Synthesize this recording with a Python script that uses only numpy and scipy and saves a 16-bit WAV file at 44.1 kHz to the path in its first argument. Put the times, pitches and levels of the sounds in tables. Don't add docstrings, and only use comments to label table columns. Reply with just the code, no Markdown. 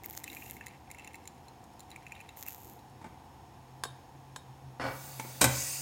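import sys
import numpy as np
from scipy import signal
from scipy.fft import rfft, irfft, next_fast_len
from scipy.io import wavfile

SR = 44100
rng = np.random.default_rng(int(sys.argv[2]) if len(sys.argv) > 2 else 0)


def unload_wav(signal):
    wavfile.write(
        sys.argv[1],
        SR,
        np.round(np.clip(np.atleast_2d(signal).T, -1, 1) * 32767).astype(np.int16),
    )


N = 256220
TIME = np.arange(N) / SR


# (t/s, bubble f/Hz, bubble level/dB, splash level/dB)
DROPS = [(0.0418, 2080, -49, -53), (.138, 2100, -55.5, -56), (0.2407, 1980, -45, -35),
         (.278, 2490, -37, -46), (.3002, 3760, -43.5, -47.5), (.33, 2130, -51, -48),
         (.3683, 2390, -41, -51), (0.4232, 2470, -42.5, -54), (.4609, 2650, -48.5, -49),
         (0.4976, 2060, -54, -43), (.567, 2100, -50.5, -50), (0.6099, 1730, -42.5, -55),
         (.6668, 1970, -43.5, -42), (0.6825, 2130, -56, -50), (.9026, 2080, -50.5, -53),
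         (0.9137, 2260, -49.5, -41), (.9467, 2120, -51.5, -54), (0.985, 2600, -46, -53.5),
         (.9956, 2620, -41.5, -54), (1.046, 2170, -53.5, -49), (1.0748, 2640, -42.5, -46),
         (1.1437, 2100, -48, -51), (1.155, 2130, -62, -46.5), (1.255, 2130, -61, -53),
         (1.275, 2440, -53.5, -41), (1.483, 4120, -54, -53.5), (1.7945, 1960, -73, -49.5),
         (1.8045, 4090, -59, -46.5), (1.9038, 4100, -60, -51.5), (1.915, 3830, -49, -52),
         (1.9607, 2260, -44, -49), (2.0662, 2500, -41, -54), (2.1208, 2400, -39, -48),
         (2.1527, 3670, -53, -58), (2.2034, 2520, -43.5, -53), (2.2112, 2410, -50, -54),
         (2.2905, 3770, -47, -50.5), (2.4755, 2590, -43.5, -50)]
# (f/Hz, level/dB)
SPLASH_COLOUR = [(1200, -5), (2100, -10), (2700, -16), (3200, -8), (3900, 4), (4800, -8.5), (7100, 2.5),
                 (8200, -5.5), (9300, 2), (11000, -1.5), (12000, -9), (15500, -2.5)]
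# (f/Hz, level/dB, t60/s)
CAVITY_MODES = [(2060, -10.5, 0.016), (2650, -9.5, 0.04)]
DROPLET_HZ = 7150
POUR_S = 2.9
# (t/s, time from onset to fade/s, level/dB)
SURGES = [(0, 0.58, -59), (1.078, 0.19, -64), (2.51, 0.19, -59.5)]
WASH_COLOUR = [(60, -17), (100, 4.5), (150, -8.5), (300, 2), (450, -4.5), (650, -25)]
SURGE_RISE_S, SURGE_FADE_DB_PER_S = 0.079, 49

# (t/s, time from onset to fade/s, level/dB, tick rate/Hz, fade/dB per s)
SIZZLES = [(0.073, 0.12, -56.5, 125, 260), (0.266, 0.28, -55, 335, 280), (2.363, 0.068, -52, 310, 900),
           (2.453, 0.092, -53, 280, 300), (2.573, 0.14, -59, 360, 170)]
# (t/s, peak level/dB)
SPITS = [(.036, -29), (.060, -19.5), (.099, -24.5), (.109, -25), (.134, -28), (.151, -28), (.176, -18),
         (.237, -31), (.349, -27), (.510, -21.5), (.663, -33), (2.372, -29.5), (2.427, -21.5), (2.434, -31),
         (2.465, -26), (2.485, -17), (2.547, -27.5)]
# (t/s, level/dB, length/s)
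PUFFS = [(0.039, -50.5, 0.029), (0.165, -47, 0.016), (2.479, -45, 0.011)]
# (f/Hz, level/dB, t60/s)
TICK_MODES = [(2600, -16.5, 0.0018), (6900, -7.5, 0.0019), (12250, 1, 0.00096), (14300, 1.5, 0.0008)]
SPIT_MODES = [(2100, -19, 0.0048), (3430, -22, 0.0032), (6830, -8.5, 0.0012), (12400, -2.5, 0.00096),
              (14450, -1, 0.001)]
WETTING_S = 0.008

# (t/s, level/dB, brightness/dB per octave, t60/s)
KNOCKS = [(3.015, -50.5, -1, 0.18), (3.044, -43, -2, 0.095), (3.062, -47, -1.5, 0.086),
          (5.197, -32, 2.5, 0.049), (5.249, -43.5, -3, 0.06)]
KNOCK_COLOUR = [(150, -10), (250, -1), (500, -11), (800, -7), (1100, -10.5), (1900, -13.5), (3000, -22),
                (5000, -25.5), (8500, -21.5), (14000, -43)]
# (f/Hz, width/Hz, lift/dB)
KNOCK_PEAKS = [(900, 49, 14), (1310, 43, 3), (1490, 47, 6), (2248, 94, 13.5), (3730, 140, 6)]
# (t/s, ring level/dB, knock level/dB, brightness/dB per octave)
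CLINKS = [(3.8364, -17.5, -25.5, 1.5), (3.852, -25, -34, -2.5), (3.857, -42, -37.5, -5),
          (4.361, -24, -32.5, 0)]
CLINK_COLOUR = [(200, -21), (390, -0.5), (600, -5), (750, -1.5), (1050, 4.5), (1280, -7), (1600, -2),
                (2100, -15), (3800, -7), (4730, -12.5), (6820, -14.5), (10200, -13), (11700, -26),
                (16000, -26)]
# (f/Hz, level/dB, t60/s)
MUG_MODES = [(1020, -21.5, 0.069), (1570, -20, 0.052), (3090, -32, .2), (3770, -23, 0.22),
             (4320, -25, 0.11), (5290, -32, 0.14), (6370, -23.5, 0.06), (6960, -21, 0.07),
             (7700, -26, 0.13), (8600, -36, .18), (10000, -24, 0.12), (13320, -28, 0.08)]

TAP_OPEN_S = 4.797
SPURT_DB, SPURT_S, SPURT_RISE_S, SPURT_FADE_DB_PER_S = -35.5, 0.09, 0.0014, 245
DRUMMING_DB = -59
SPURT_COLOUR = [(50, 1), (100, -2), (200, -14), (420, -5.5), (720, 3), (1550, -3.5), (2300, -13),
                (3400, -17.5), (4000, -21.5), (4400, -15), (5300, -21.5), (6200, -25), (12000, -32)]
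# (f/Hz, width/Hz, lift/dB)
BASIN_PEAKS = [(125, 17, 13), (278.5, 29, 20.5), (529, 15, 14), (770, 38, -1), (1476, 32, 7.5),
               (1929, 39, 11), (2277, 46, 15.5), (2790, 24, 13), (4420, 80, 8.5), (5320, 58, 14)]
# (t/s, clack level/dB, boom level/dB)
LANDING = [(5.4106, -26.5, -19), (5.4143, -15.5, -3), (5.427, -23.5, -3.5), (5.442, -17, 1)]
LANDING_COLOUR = [(35, -38), (60, -24), (113, -23), (250, -6), (448, -25), (527, -11), (1090, -15.5),
                  (1550, -15.5), (1700, -18.5), (2520, -13.5), (2900, -23), (8320, -15.5), (11300, -26),
                  (14200, -20.5), (16000, -35)]
# (f/Hz, level/dB, t60/s)
BASIN_MODES = [(75.4, -37, 0.4), (109, -32, 0.23), (131.3, -23, 0.46), (230.4, -31.5, 0.23),
               (276, -35.5, 0.27), (339, -40.5, 0.29), (520, -26.5, 0.22), (543.6, -34, 0.47),
               (767, -37, 0.34)]
POT_MODES = [(1525, -9, 0.13), (2300, -24, 0.15), (2420, -13.5, 0.13), (3120, -16.5, 0.22),
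             (3900, -11.5, 0.15), (7080, -10, .12), (7820, -8, 0.058), (8470, -1, 0.056), (13500, -10, .04)]
SPRAY_DB, SPRAY_RISE_S = -51, 0.22
# (t/s, rise/s, level/dB, fade/dB per s)
JET_HITS = [(5.26, 0.036, -53, 148), (5.43, .16, -36.5, 16.5)]
# (f/Hz, level/dB)
SPRAY_COLOUR = [(710, -34), (1200, -9), (1320, -34), (1560, -18), (1700, -11), (2450, -7), (2830, -10.5),
                (6580, -3.5), (10900, -7.5), (15000, -4), (16000, 0)]
JET_COLOUR = [(590, -46), (1000, -15), (1470, -16), (1710, -17), (1870, -4.5), (2030, -6.5), (2650, -8.5),
              (2910, -13), (3580, -17), (5070, 0), (5570, -3.5), (6700, 1.5), (11000, -10.5), (14900, -6.5),
              (16000, -10)]

# (f/Hz, level/dB)
AIR_COLOUR = [(25, -37), (45, -6.5), (80, 3.5), (110, -2), (200, -5), (330, -4.5), (400, -11), (520, -8.5),
              (630, -14.5), (720, -1.5), (900, -2.5), (1080, -11), (1300, -21), (2000, -39)]
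HISS_COLOUR = [(710, -33), (1200, -7), (1890, -4.5), (2090, -8.5), (2430, -7.5), (3660, -11), (5410, -15.5),
               (5900, -16.5), (6580, -14), (7820, -17), (16000, -20.5)]
# (f/Hz, width/Hz, lift/dB)
HISS_PEAKS = [(5380, 300, 7), (6590, 110, 6.5), (9700, 200, 1.5)]
AIR_DB, HISS_DB = -54.5, -65.5
HUM_HZ, HUM_DB = 132.6, -68
HUM_SWELL_DB, HUM_SWELL_FROM_S, HUM_SWELL_TO_S = 17.5, 2.44, 5.1
KITCHEN_T60_S = 0.54
CUTOFF_HZ = 16000


def drops(bubble_db=8, droplet_db=5, splash_db=7, bubble_t60=0.016, droplet_t60=0.0086,
          splash_t60=0.0078, rise_per_s=3, swell_s=0.00039, droplet_spread=0.017):
    out, t = np.zeros(N), TIME[:SR // 20]
    size = len(t)
    for s, hz, ring_db, slap_db in DROPS:
        cycles = hz * t * (1 + rise_per_s * t)
        bubble = np.sin(2 * np.pi * cycles) * dying(bubble_t60, size)
        cavity = struck(CAVITY_MODES, spread_db=2.5, size=size, blur=0.026)
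        droplet_hz = DROPLET_HZ * (1 + droplet_spread * rng.standard_normal())
        droplet = from_db(droplet_db) * np.sin(2 * np.pi * droplet_hz * t) * dying(droplet_t60, size)
        splash = from_db(splash_db) * noise(SPLASH_COLOUR, size=size, tilt_db=0.4) * dying(splash_t60, size)
        ring = from_db(ring_db + bubble_db) * (bubble + cavity)
        slap = from_db(slap_db) * (splash + droplet)
        add(out, s, (ring + slap) * swelling(swell_s, size))
    return out


def trickle(level_db=-15, tick_db=-7, bubble_db=-10, pitch_spread=0.18, bubble_t60=0.016,
            crowd_s=0.14, range_db=9, count=456):
    out, size = np.zeros(N), SR // 40
    for k, (late, heavy, pitch) in enumerate(rng.random((count, 3))):
        s, hz, ring_db, _ = DROPS[k % len(DROPS)]
        tick = from_db(tick_db) * noise(SPLASH_COLOUR, size=size, tilt_db=-8) * dying(0.0056, size)
        bubble_hz = hz * (1 + pitch_spread * (2 * pitch - 1.4))
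        cavity = 2 * struck(CAVITY_MODES, spread_db=1.5, size=size, blur=0.085)
        bubble = struck([(bubble_hz, bubble_db, bubble_t60)], spread_db=0, size=size)
        gain = from_db(ring_db + level_db + range_db * heavy ** 3)
        add(out, s + (late - 0.27) * crowd_s, gain * (tick + cavity + bubble))
    return out


def spatter(level_db=-61, range_db=11, tilt_db=-1, t60=0.0082, count=30):
    out, size = np.zeros(N), SR // 25
    for k, (late, heavy) in enumerate(rng.random((count, 2))):
        tick = noise(SPLASH_COLOUR, size=size, tilt_db=tilt_db) * dying(t60, size)
        add(out, POUR_S * (k + late) / count, from_db(level_db + range_db * heavy ** 2) * tick)
    return out


def wash():
    surges = sum(from_db(db) * envelope(s, SURGE_RISE_S, length, SURGE_FADE_DB_PER_S)
                 for s, length, db in SURGES)
    return surges * noise(WASH_COLOUR)


def sputter(spit_db=-1, steam_db=-10, jitter=0.19, uneven_db=4):
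    out, steam = np.zeros((2, N))
    tick = struck(TICK_MODES, spread_db=1.5, size=SR // 200)
    hiss = rms_one(np.convolve(rng.standard_normal(N), tick)[:N])
    for s, length, db, ticks_per_s, fade in SIZZLES:
        cycles = np.floor(np.cumsum(ticks_per_s * (1 + jitter * drift(300))) / SR)
        bursts = np.diff(cycles, prepend=0) * from_db(uneven_db * rng.standard_normal(N))
        ticks = rms_one(np.convolve(bursts, tick)[:N])
        out += from_db(db) * envelope(s, WETTING_S, length, fade) * (ticks + from_db(steam_db) * hiss)
    for s, db in SPITS:
        spit = struck(SPIT_MODES, spread_db=4, size=SR // 100)
        add(out, s, from_db(db + spit_db) * spit / np.abs(spit).max())
    for s, db, length in PUFFS:
        add(steam, s, from_db(db) * signal.windows.tukey(max(int(length * SR), 2)))
    return out + steam * hiss


def knocks():
    out = np.zeros(N)
    for s, db, tilt_db, t60 in KNOCKS:
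        bump = noise(KNOCK_COLOUR, size=SR // 2, tilt_db=tilt_db, peaks=KNOCK_PEAKS)
        add(out, s, from_db(db) * bump * dying(t60))
    return out


def spoon(contact_t60=0.025, swell_s=0.00032):
    out = np.zeros(N)
    for s, ring_db, knock_db, tilt_db in CLINKS:
        contact = noise(CLINK_COLOUR, size=SR // 2, tilt_db=tilt_db) * dying(contact_t60)
        ring = struck(MUG_MODES, spread_db=2, blur=0.0104)
        add(out, s, (from_db(knock_db) * contact + from_db(ring_db) * ring) * swelling(swell_s))
    return out


def spurt(lumpy_db=2, slap_db=-12):
    slug = from_db(SPURT_DB) * envelope(TAP_OPEN_S, SPURT_RISE_S, SPURT_S, SPURT_FADE_DB_PER_S)
    flow = from_db(DRUMMING_DB) * envelope(TAP_OPEN_S, SPURT_RISE_S, N / SR, 0)
    lumps = from_db(lumpy_db * drift(250))
    out = np.maximum(slug, flow) * lumps * noise(SPURT_COLOUR, peaks=BASIN_PEAKS)
    add(out, TAP_OPEN_S, from_db(slap_db) * struck(BASIN_MODES, spread_db=2.5))
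    return out


def landing(clack_t60=0.075, ring_db=-2, boom_blur=0.0098):
    out = np.zeros(N)
    for s, db, boom_db in LANDING:
        contact = noise(LANDING_COLOUR, size=SR // 2) * dying(clack_t60)
        pot = from_db(ring_db) * struck(POT_MODES, spread_db=2, blur=0.0071)
        basin = struck(BASIN_MODES, spread_db=2.5, blur=boom_blur)
        add(out, s, from_db(db) * (contact + pot) + from_db(boom_db) * basin)
    return out


def tap(flutter_db=0.8, swirl_db=2, swirl_rate=16):
    spray = from_db(SPRAY_DB) * envelope(TAP_OPEN_S, SPRAY_RISE_S, N / SR, 0)
    jet = sum(from_db(db) * envelope(s, rise, rise, fade) for s, rise, db, fade in JET_HITS)
    flutter = from_db(flutter_db * drift(200))
    hiss = spray * noise(SPRAY_COLOUR) + jet * flutter * noise(JET_COLOUR)
    edges = np.geomspace(1000, 16000, 13)
    swirl = sum((from_db(swirl_db * drift(swirl_rate)) - 1) * band(hiss, low, high)
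                for low, high in zip(edges, edges[1:]))
    return hiss + swirl


def background(waver_db=3.5, wander_hz=3):
    swell = np.interp(TIME, [HUM_SWELL_FROM_S, HUM_SWELL_TO_S], [0, 1])
    hum_db = HUM_DB + HUM_SWELL_DB * swell + waver_db * drift(12)
    phase = 2 * np.pi * np.cumsum(HUM_HZ + wander_hz * drift(14)) / SR
    hum = from_db(hum_db) * np.sqrt(2) * np.sin(phase)
    air = from_db(AIR_DB) * noise(AIR_COLOUR)
    return air + from_db(HISS_DB) * noise(HISS_COLOUR, peaks=HISS_PEAKS) + hum


def enclosed(x, echo_db, echo_t60):
    t = TIME[:SR // 20]
    echoes = rng.standard_normal(len(t)) * dying(echo_t60, len(t)) * (t > 0.0005)
    return x + from_db(echo_db) * signal.fftconvolve(x, echoes / np.linalg.norm(echoes))[:N]


def kitchen(x, treble_db=-5, treble_t60=0.47):
    low, high = rng.standard_normal((2, SR // 2))
    bass = band(low, 44, 3460) * dying(KITCHEN_T60_S)
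    treble = from_db(treble_db) * band(high, 2600, 15000) * dying(treble_t60)
    tail = (bass + treble) * swelling(0.0029) / np.linalg.norm(dying(KITCHEN_T60_S))
    return signal.fftconvolve(x, tail)[:N]


def struck(modes, spread_db, size=SR // 2, blur=0):
    out = 0
    for k, (hz, db, t60) in enumerate(modes):
        split = hz * (1 + blur * rng.standard_normal((3, 1)))
        ring = np.sin(2 * np.pi * split * TIME[:size]).mean(axis=0)
        gain = (-1) ** k * from_db(db + rng.normal(0, spread_db))
        out = out + gain * dying(t60, size) * ring
    return out


def noise(colour, size=N, tilt_db=0, peaks=()):
    hz, db = np.transpose(colour)
    padded = next_fast_len(size, True)
    f = np.arange(1, padded // 2 + 2) * SR / padded
    level_db = np.interp(np.log(f), np.log(hz), db, left=-120, right=-120)
    gain = from_db(level_db + tilt_db * np.log2(f))
    for centre, width, lift_db in peaks:
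        gain = gain * (1 + (from_db(lift_db) - 1) / (1 + (2 * (f - centre) / width) ** 2))
    return rms_one(irfft(rfft(rng.standard_normal(padded)) * gain, padded)[:size])


def envelope(start_s, attack_s, length_s, fade_db_per_s):
    t = TIME - start_s
    fade_db = np.minimum(fade_db_per_s * np.maximum(t - length_s, 0), 200)
    return np.clip(t / attack_s, 0, 1) * from_db(-fade_db)


def dying(t60, size=SR // 2):
    return from_db(-60 * TIME[:size] / t60)


def swelling(rise_s, size=SR // 2):
    return 1 - np.exp(-TIME[:size] / rise_s)


def drift(rate):
    steps = rng.standard_normal(4000)
    return rms_one(np.interp(TIME * rate, np.arange(len(steps)), steps))


def band(x, low_hz, high_hz):
    edges = [low_hz, min(high_hz, 0.48 * SR)]
    sos = signal.butter(2, edges, "band", fs=SR, output="sos")
    return signal.sosfilt(sos, x + 1e-18)


def from_db(db):
    return np.exp(np.asarray(db) * (np.log(10) / 20))


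def rms_one(x):
    return x / np.sqrt(np.mean(x ** 2) + 1e-20)


def add(out, s, sound):
    i = max(round(s * SR), 0)
    out[i:i + len(sound)] += sound[:N - i]


def scene(near_wet_db=-12, far_wet_db=-5, bass_cut_hz=62):
    in_mug = enclosed(drops() + trickle() + spatter(), echo_db=-6, echo_t60=0.027)
    near = in_mug + wash() + sputter() + spoon()
    far = band(knocks() + spurt() + landing(), bass_cut_hz, SR / 2)
    room = kitchen(from_db(near_wet_db) * near + from_db(far_wet_db) * far)
    water = enclosed(tap(), echo_db=-6.5, echo_t60=0.033)
    return (near + far + room + water + background())[None]


def record(dry):
    sos = signal.ellip(10, 0.2, 70, CUTOFF_HZ, fs=SR, output="sos")
    return signal.sosfilt(sos, dry)


dry = scene()
out = record(dry)
unload_wav(out)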